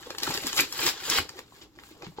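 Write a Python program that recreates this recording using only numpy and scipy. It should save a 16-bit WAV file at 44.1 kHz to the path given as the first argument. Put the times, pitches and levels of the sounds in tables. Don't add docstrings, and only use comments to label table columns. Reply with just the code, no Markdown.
import sys
import numpy as np
from scipy import signal
from scipy.fft import rfft, irfft, next_fast_len
from scipy.io import wavfile
from scipy.ndimage import map_coordinates

SR = 44100
rng = np.random.default_rng(int(sys.argv[2]) if len(sys.argv) > 2 else 0)


def generate_wav(signal):
    frames = np.transpose(np.atleast_2d(signal))
    scaled = np.clip(frames, -1, 1) * 32767
    pcm = np.round(scaled).astype(np.int16)
    wavfile.write(sys.argv[1], SR, pcm)


N = 97020

# (frequency [Hz], gain [dB])
RUMBLE_EQ = [(20, -18), (60, 2), (220, -9.5), (310, -0.5), (500, -29.5), (1000, -27)]
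# (frequency [Hz], t60 [s])
TAIL_T60 = [(100, 0.24), (1500, 0.18), (5000, 0.22), (15000, 0.17)]
# (frequency [Hz], gain [dB])
REVERB_EQ = [(100, -9.5), (2500, -3.5), (7000, -5.5), (15000, 0)]
# (frequency [Hz], correlation [0..1])
ROOM_CORRELATION = [(400, 0.81), (1300, 0.26), (2600, 0.24), (5000, 0.012)]
# (frequency [Hz], gain [dB])
MIC_EQ = [(450, 2), (620, -4.5), (790, 4), (5300, 0.5), (6100, -3.5), (7300, 0), (8400, -12.5),
          (10000, -12.5), (11800, -2.5), (15500, -8)]
# (frequency [Hz], left minus right [dB])
MIC_BALANCE = [(100, -0.4), (700, 0.8), (2400, 1.1), (5000, 0.5), (8000, 7.5), (12000, -2)]
# (time [s], lead of the left channel [ms])
LEFT_LEAD = [(.6, 0.11), (.85, 0.062), (1.15, 0.046), (1.4, 0.15)]
# (pitch ratio [1], level [dB], t60 of a 300 Hz bump [s])
PARCEL_MODES = [(0.998, -2, 0.076), (1.88, -8, 0.04)]
# (time [s], relative level [dB], pitch [Hz])
HAND_BUMPS = [(0.223, -29, 346), (0.274, -27, 293), (.3, -25.5, 300), (.29, -30.5, 163), (0.348, -28, 299),
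              (0.444, -28, 282), (0.447, -36, 170.5), (0.593, -23.5, 285), (.83, -24.5, 336),
              (1.186, -32.5, 80), (1.353, -40.5, 376), (1.773, -39, 300), (1.911, -38, 322),
              (2.068, -31.5, 173), (2.083, -35, 148)]
# (time [s], level [dB], pitch [Hz])
PANEL_POPS = [(.106, -30, 520), (.267, -24.5, 1340), (.274, -22.5, 1540), (0.276, -27.5, 870),
              (.304, -28.5, 854), (.5925, -21.5, 1354), (.597, -5.5, 2360), (0.828, -21, 2350),
              (.878, -24, 1030), (1.1799, -10.5, 2850), (1.523, -43, 1035), (2.185, -28.5, 440),
              (2.1849, -29.5, 850)]
# (time [s], relative level [dB], treble lift and bass cut [dB])
CREASE_SNAPS = [(.1056, -19.5, -2), (.1502, -29, -6.5), (.1845, -16.5, 6.5), (.2027, -25, 2),
                (.2335, -10.5, 5), (.309, -17, 2.5), (.3415, -18, 9.5), (.376, -15.5, 2.5),
                (.47, -15, 11.5), (.531, -13.5, 3.5), (.5658, -18, 11.5), (.5795, -9.5, 5.5),
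                (.5912, -8.5, -1), (.6076, -11, 13), (.726, -17.5, 7), (.795, -19.5, -6),
                (.8668, -9.5, 8.5), (.89, -10.5, 4), (1.1001, -15, 18.5), (1.1227, -21, -7.5),
                (1.1862, -14, -7.5), (1.2933, -22.5, 2.5), (1.3915, -25.5, -0.5), (1.789, -39, -10),
                (1.837, -38, -8.5), (2.0239, -29, -6), (2.0674, -33, -7.5)]
# (frequency [Hz], gain [dB])
SNAP_EQ = [(80, -48), (300, -22.5), (1100, -0.5), (2400, 0), (5000, 1), (16000, -14)]
# (frequency [Hz], gain [dB])
FLAP_EQ = [(30, -16), (75, -16), (160, -9), (215, -13), (305, -4), (420, -3.5), (820, -8), (1250, -15),
           (2500, -42)]
# (frequency [Hz], gain [dB])
CRACKLE_EQ = [(200, -20.5), (700, -12.5), (1200, 0.5), (2400, -1.5), (3500, 3.5), (5200, 1), (7000, -2.5),
              (10000, -26)]
# (frequency [Hz], gain [dB])
FIZZ_EQ = [(2500, -49), (5000, -26), (7000, -0.5), (9000, 2), (12000, -5), (16000, -5)]
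# (time [s], flap [dB], crackle [dB], fizz [dB])
SHEET_FADERS = [(0, -54.5, -45, -55), (.125, -51.5, -51, -53.5), (.175, -58.5, -59, -57),
                (.22, -49.5, -39.5, -42), (.28, -42.5, -37, -38.5), (.35, -43.5, -36, -38),
                (.41, -53, -42.5, -42.5), (.475, -43.5, -33.5, -37.5), (.51, -54, -45, -45),
                (.555, -44.5, -37, -33.5), (.591, -39.5, -22.5, -24.5), (.625, -49.5, -34, -46),
                (.675, -54.5, -48, -51), (.77, -49, -38, -39.5), (.81, -41, -32, -31),
                (.89, -39.5, -26.5, -29), (.92, -49.5, -40.5, -50), (.96, -54, -45.5, -51.5),
                (1.04, -52.5, -41.5, -37), (1.12, -40.5, -27, -30), (1.19, -39, -25.5, -33),
                (1.215, -50, -50, -81), (1.26, -56, -58.5, -66), (1.34, -60.5, -58.5, -58),
                (1.39, -49, -50, -49.5), (1.43, -67.5, -64, -74), (1.5, -68, -62, -62),
                (1.63, -58, -50, -55.5), (1.68, -73, -87, -105), (1.75, -68.5, -66, -72),
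                (1.84, -65.5, -57, -53), (1.97, -63.5, -63, -65), (2.03, -51, -50.5, -62),
                (2.15, -67.5, -71.5, -66.5), (2.2, -50, -47, -69)]


def amp(db):
    return 10 ** (np.asarray(db) / 20)


def unit(x):
    return x / np.sqrt(np.mean(x ** 2) + 1e-20)


def along(points, hz):
    freqs, values = np.transpose(points)
    return np.interp(np.log(hz + 1), np.log(freqs + 1), values)


def curves(rows):
    times, *columns = np.transpose(rows)
    return [np.interp(np.arange(N) / SR, times, column) for column in columns]


def equalise(x, gain_db):
    n = x.shape[-1]
    size = 2 * next_fast_len(n // 2 + 4096)
    hz = np.fft.rfftfreq(size, 1 / SR)
    cepstrum = irfft(np.log(amp(gain_db(hz))), size)
    cepstrum[..., 1:size // 2] *= 2
    cepstrum[..., size // 2 + 1:] = 0
    return irfft(rfft(x, size) * np.exp(rfft(cepstrum)), size)[..., :n]


def fade(t, t60):
    return np.exp(-np.log(1000) * t / t60)


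def add(track, start_s, x):
    part = track[max(0, round(start_s * SR)):][:len(x)]
    part += x[:len(part)]


def diffuse_noise(n):
    correlation = along(ROOM_CORRELATION, np.fft.rfftfreq(n, 1 / SR))
    width = np.arccos(np.clip(correlation, -1, 1)) / 2
    mid, side = irfft(rfft(rng.standard_normal((2, n))) * [np.cos(width), np.sin(width)], n)
    return np.array([mid + side, mid - side])


def room_rumble(level_db=-61.5):
    return amp(level_db) * unit(equalise(diffuse_noise(N), lambda hz: along(RUMBLE_EQ, hz)))


def room_reverb(x, spots=6, spot_s=0.014, early_db=3.5, early_decay_s=0.0093):
    out, n = np.zeros((2, N)), SR // 2
    t = np.arange(n) / SR
    for spot in range(spots):
        freqs, times, bands = signal.stft(diffuse_noise(n), SR, nperseg=256)
        decaying = bands * fade(times, along(TAIL_T60, freqs)[:, None])
        tail = signal.istft(decaying, SR, nperseg=256)[1][:, :n] * (t > 0.004)
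        early = diffuse_noise(n) * np.exp(-t / early_decay_s) * (t > 0.001)
        response = (unit(tail) + amp(early_db) * unit(early)) / np.sqrt(n)
        away = abs((np.arange(N) / SR / spot_s + spot) % spots - spots / 2)
        send = np.cos(np.pi / 2 * np.minimum(away, 1))
        out += signal.fftconvolve((x * send)[None], response, axes=1)[:, :N]
    return equalise(out, lambda hz: along(REVERB_EQ, hz))


def direct_path(x):
    lead = curves(LEFT_LEAD)[0] * SR / 1000
    return np.array([map_coordinates(x, [np.arange(N) + side * lead / 2], order=5) for side in (1, -1)])


def hand_bumps(trim_db=-2.5, attack_s=0.00097):
    out, t = np.zeros(N), np.arange(SR // 4) / SR
    attack = 1 - np.exp(-t / attack_s)
    for start_s, db, hz in HAND_BUMPS:
        stretch = (300 / hz) ** 0.29
        ring = sum(amp(mode_db) * np.sin(2 * np.pi * hz * ratio * t) * fade(t, t60 * stretch)
                   for ratio, mode_db, t60 in PARCEL_MODES)
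        add(out, start_s, amp(db + trim_db) * ring * attack)
    return out


def panel_pops(attack_s=0.00034, t60_cycles=21.2, wander_rad=0.24):
    out, t = np.zeros(N), np.arange(SR // 8) / SR
    attack = 1 - np.exp(-t / attack_s)
    for start_s, db, hz in PANEL_POPS:
        phase_drift = wander_rad * np.cumsum(rng.standard_normal(len(t))) * np.sqrt(hz / SR)
        ring = np.sin(2 * np.pi * hz * t + phase_drift) * fade(t, t60_cycles / hz)
        add(out, start_s, amp(db) * ring * attack)
    return out


def crease_snaps(trim_db=15, lead_s=0.009, rise_s=0.0026, tick_db=7, tick_s=0.0005, pivot_hz=4000):
    out, t = np.zeros(N), np.arange(2048) / SR - lead_s
    shiver = np.exp(np.minimum(t, 0) / rise_s) * fade(np.maximum(t, 0), t60=0.015)
    tick = amp(tick_db) * np.exp(-abs(t) / tick_s)
    for flip_s, db, tilt_db in CREASE_SNAPS:
        burst = rng.standard_normal(len(t)) * (shiver + tick)
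        burst /= np.linalg.norm(burst)
        tone = lambda hz: along(SNAP_EQ, hz) + tilt_db * np.tanh(np.log((hz + 1) / pivot_hz) / 0.51)
        add(out, flip_s - lead_s, amp(db + trim_db) * equalise(burst, tone))
    return out


def facet_ring(t60, size=1024):
    ring = rng.standard_normal(size) * fade(np.arange(size) / SR, t60)
    return ring / np.linalg.norm(ring)


def buckling(level_db, eq, base_per_s, t60, facets=16, spread_db=5, run_db=3, runs_per_s=130):
    crowding = amp(0.25 * (level_db - level_db.mean()))
    sizes = amp(spread_db * np.minimum(rng.exponential(size=N), 3))
    runs = amp(run_db * map_coordinates(rng.standard_normal(N), [np.arange(N) * runs_per_s / SR]))
    triggers = rng.random(N) < base_per_s * crowding * runs / SR
    kicks = sizes * triggers * np.sqrt(runs / crowding)
    on_facet = rng.integers(facets, size=N) == np.arange(facets)[:, None]
    rings = np.array([facet_ring(t60) for _ in range(facets)])
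    grains = unit(signal.oaconvolve(kicks * on_facet, rings, axes=1)[:, :N].sum(0))
    slide = amp(-12.5) * rng.standard_normal(N)
    return amp(level_db) * unit(equalise(grains + slide, lambda hz: along(eq, hz)))


def paper_sheet():
    flap_db, crackle_db, fizz_db = curves(SHEET_FADERS)
    flap = buckling(flap_db - 0.5, FLAP_EQ, base_per_s=650, t60=0.0087)
    crackle = buckling(crackle_db - 2.5, CRACKLE_EQ, base_per_s=950, t60=0.0091)
    fizz = buckling(fizz_db - 0.5, FIZZ_EQ, base_per_s=1000, t60=0.0007)
    return flap + crackle + fizz


def scene():
    rustle = paper_sheet() + hand_bumps()
    accents = crease_snaps() + panel_pops()
    reverb_send = rustle + amp(-5) * accents
    return room_rumble() + room_reverb(reverb_send) + direct_path(rustle + accents)


def record(dry, top_hz=15850):
    heard = equalise(dry, lambda hz: along(MIC_EQ, hz) + np.outer([0.5, -0.5], along(MIC_BALANCE, hz)))
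    size = next_fast_len(N + SR // 4)
    passband = np.fft.rfftfreq(size, 1 / SR) < top_hz
    return irfft(rfft(heard, size) * passband, size)[:, :N]


dry = scene()
out = record(dry)
generate_wav(out)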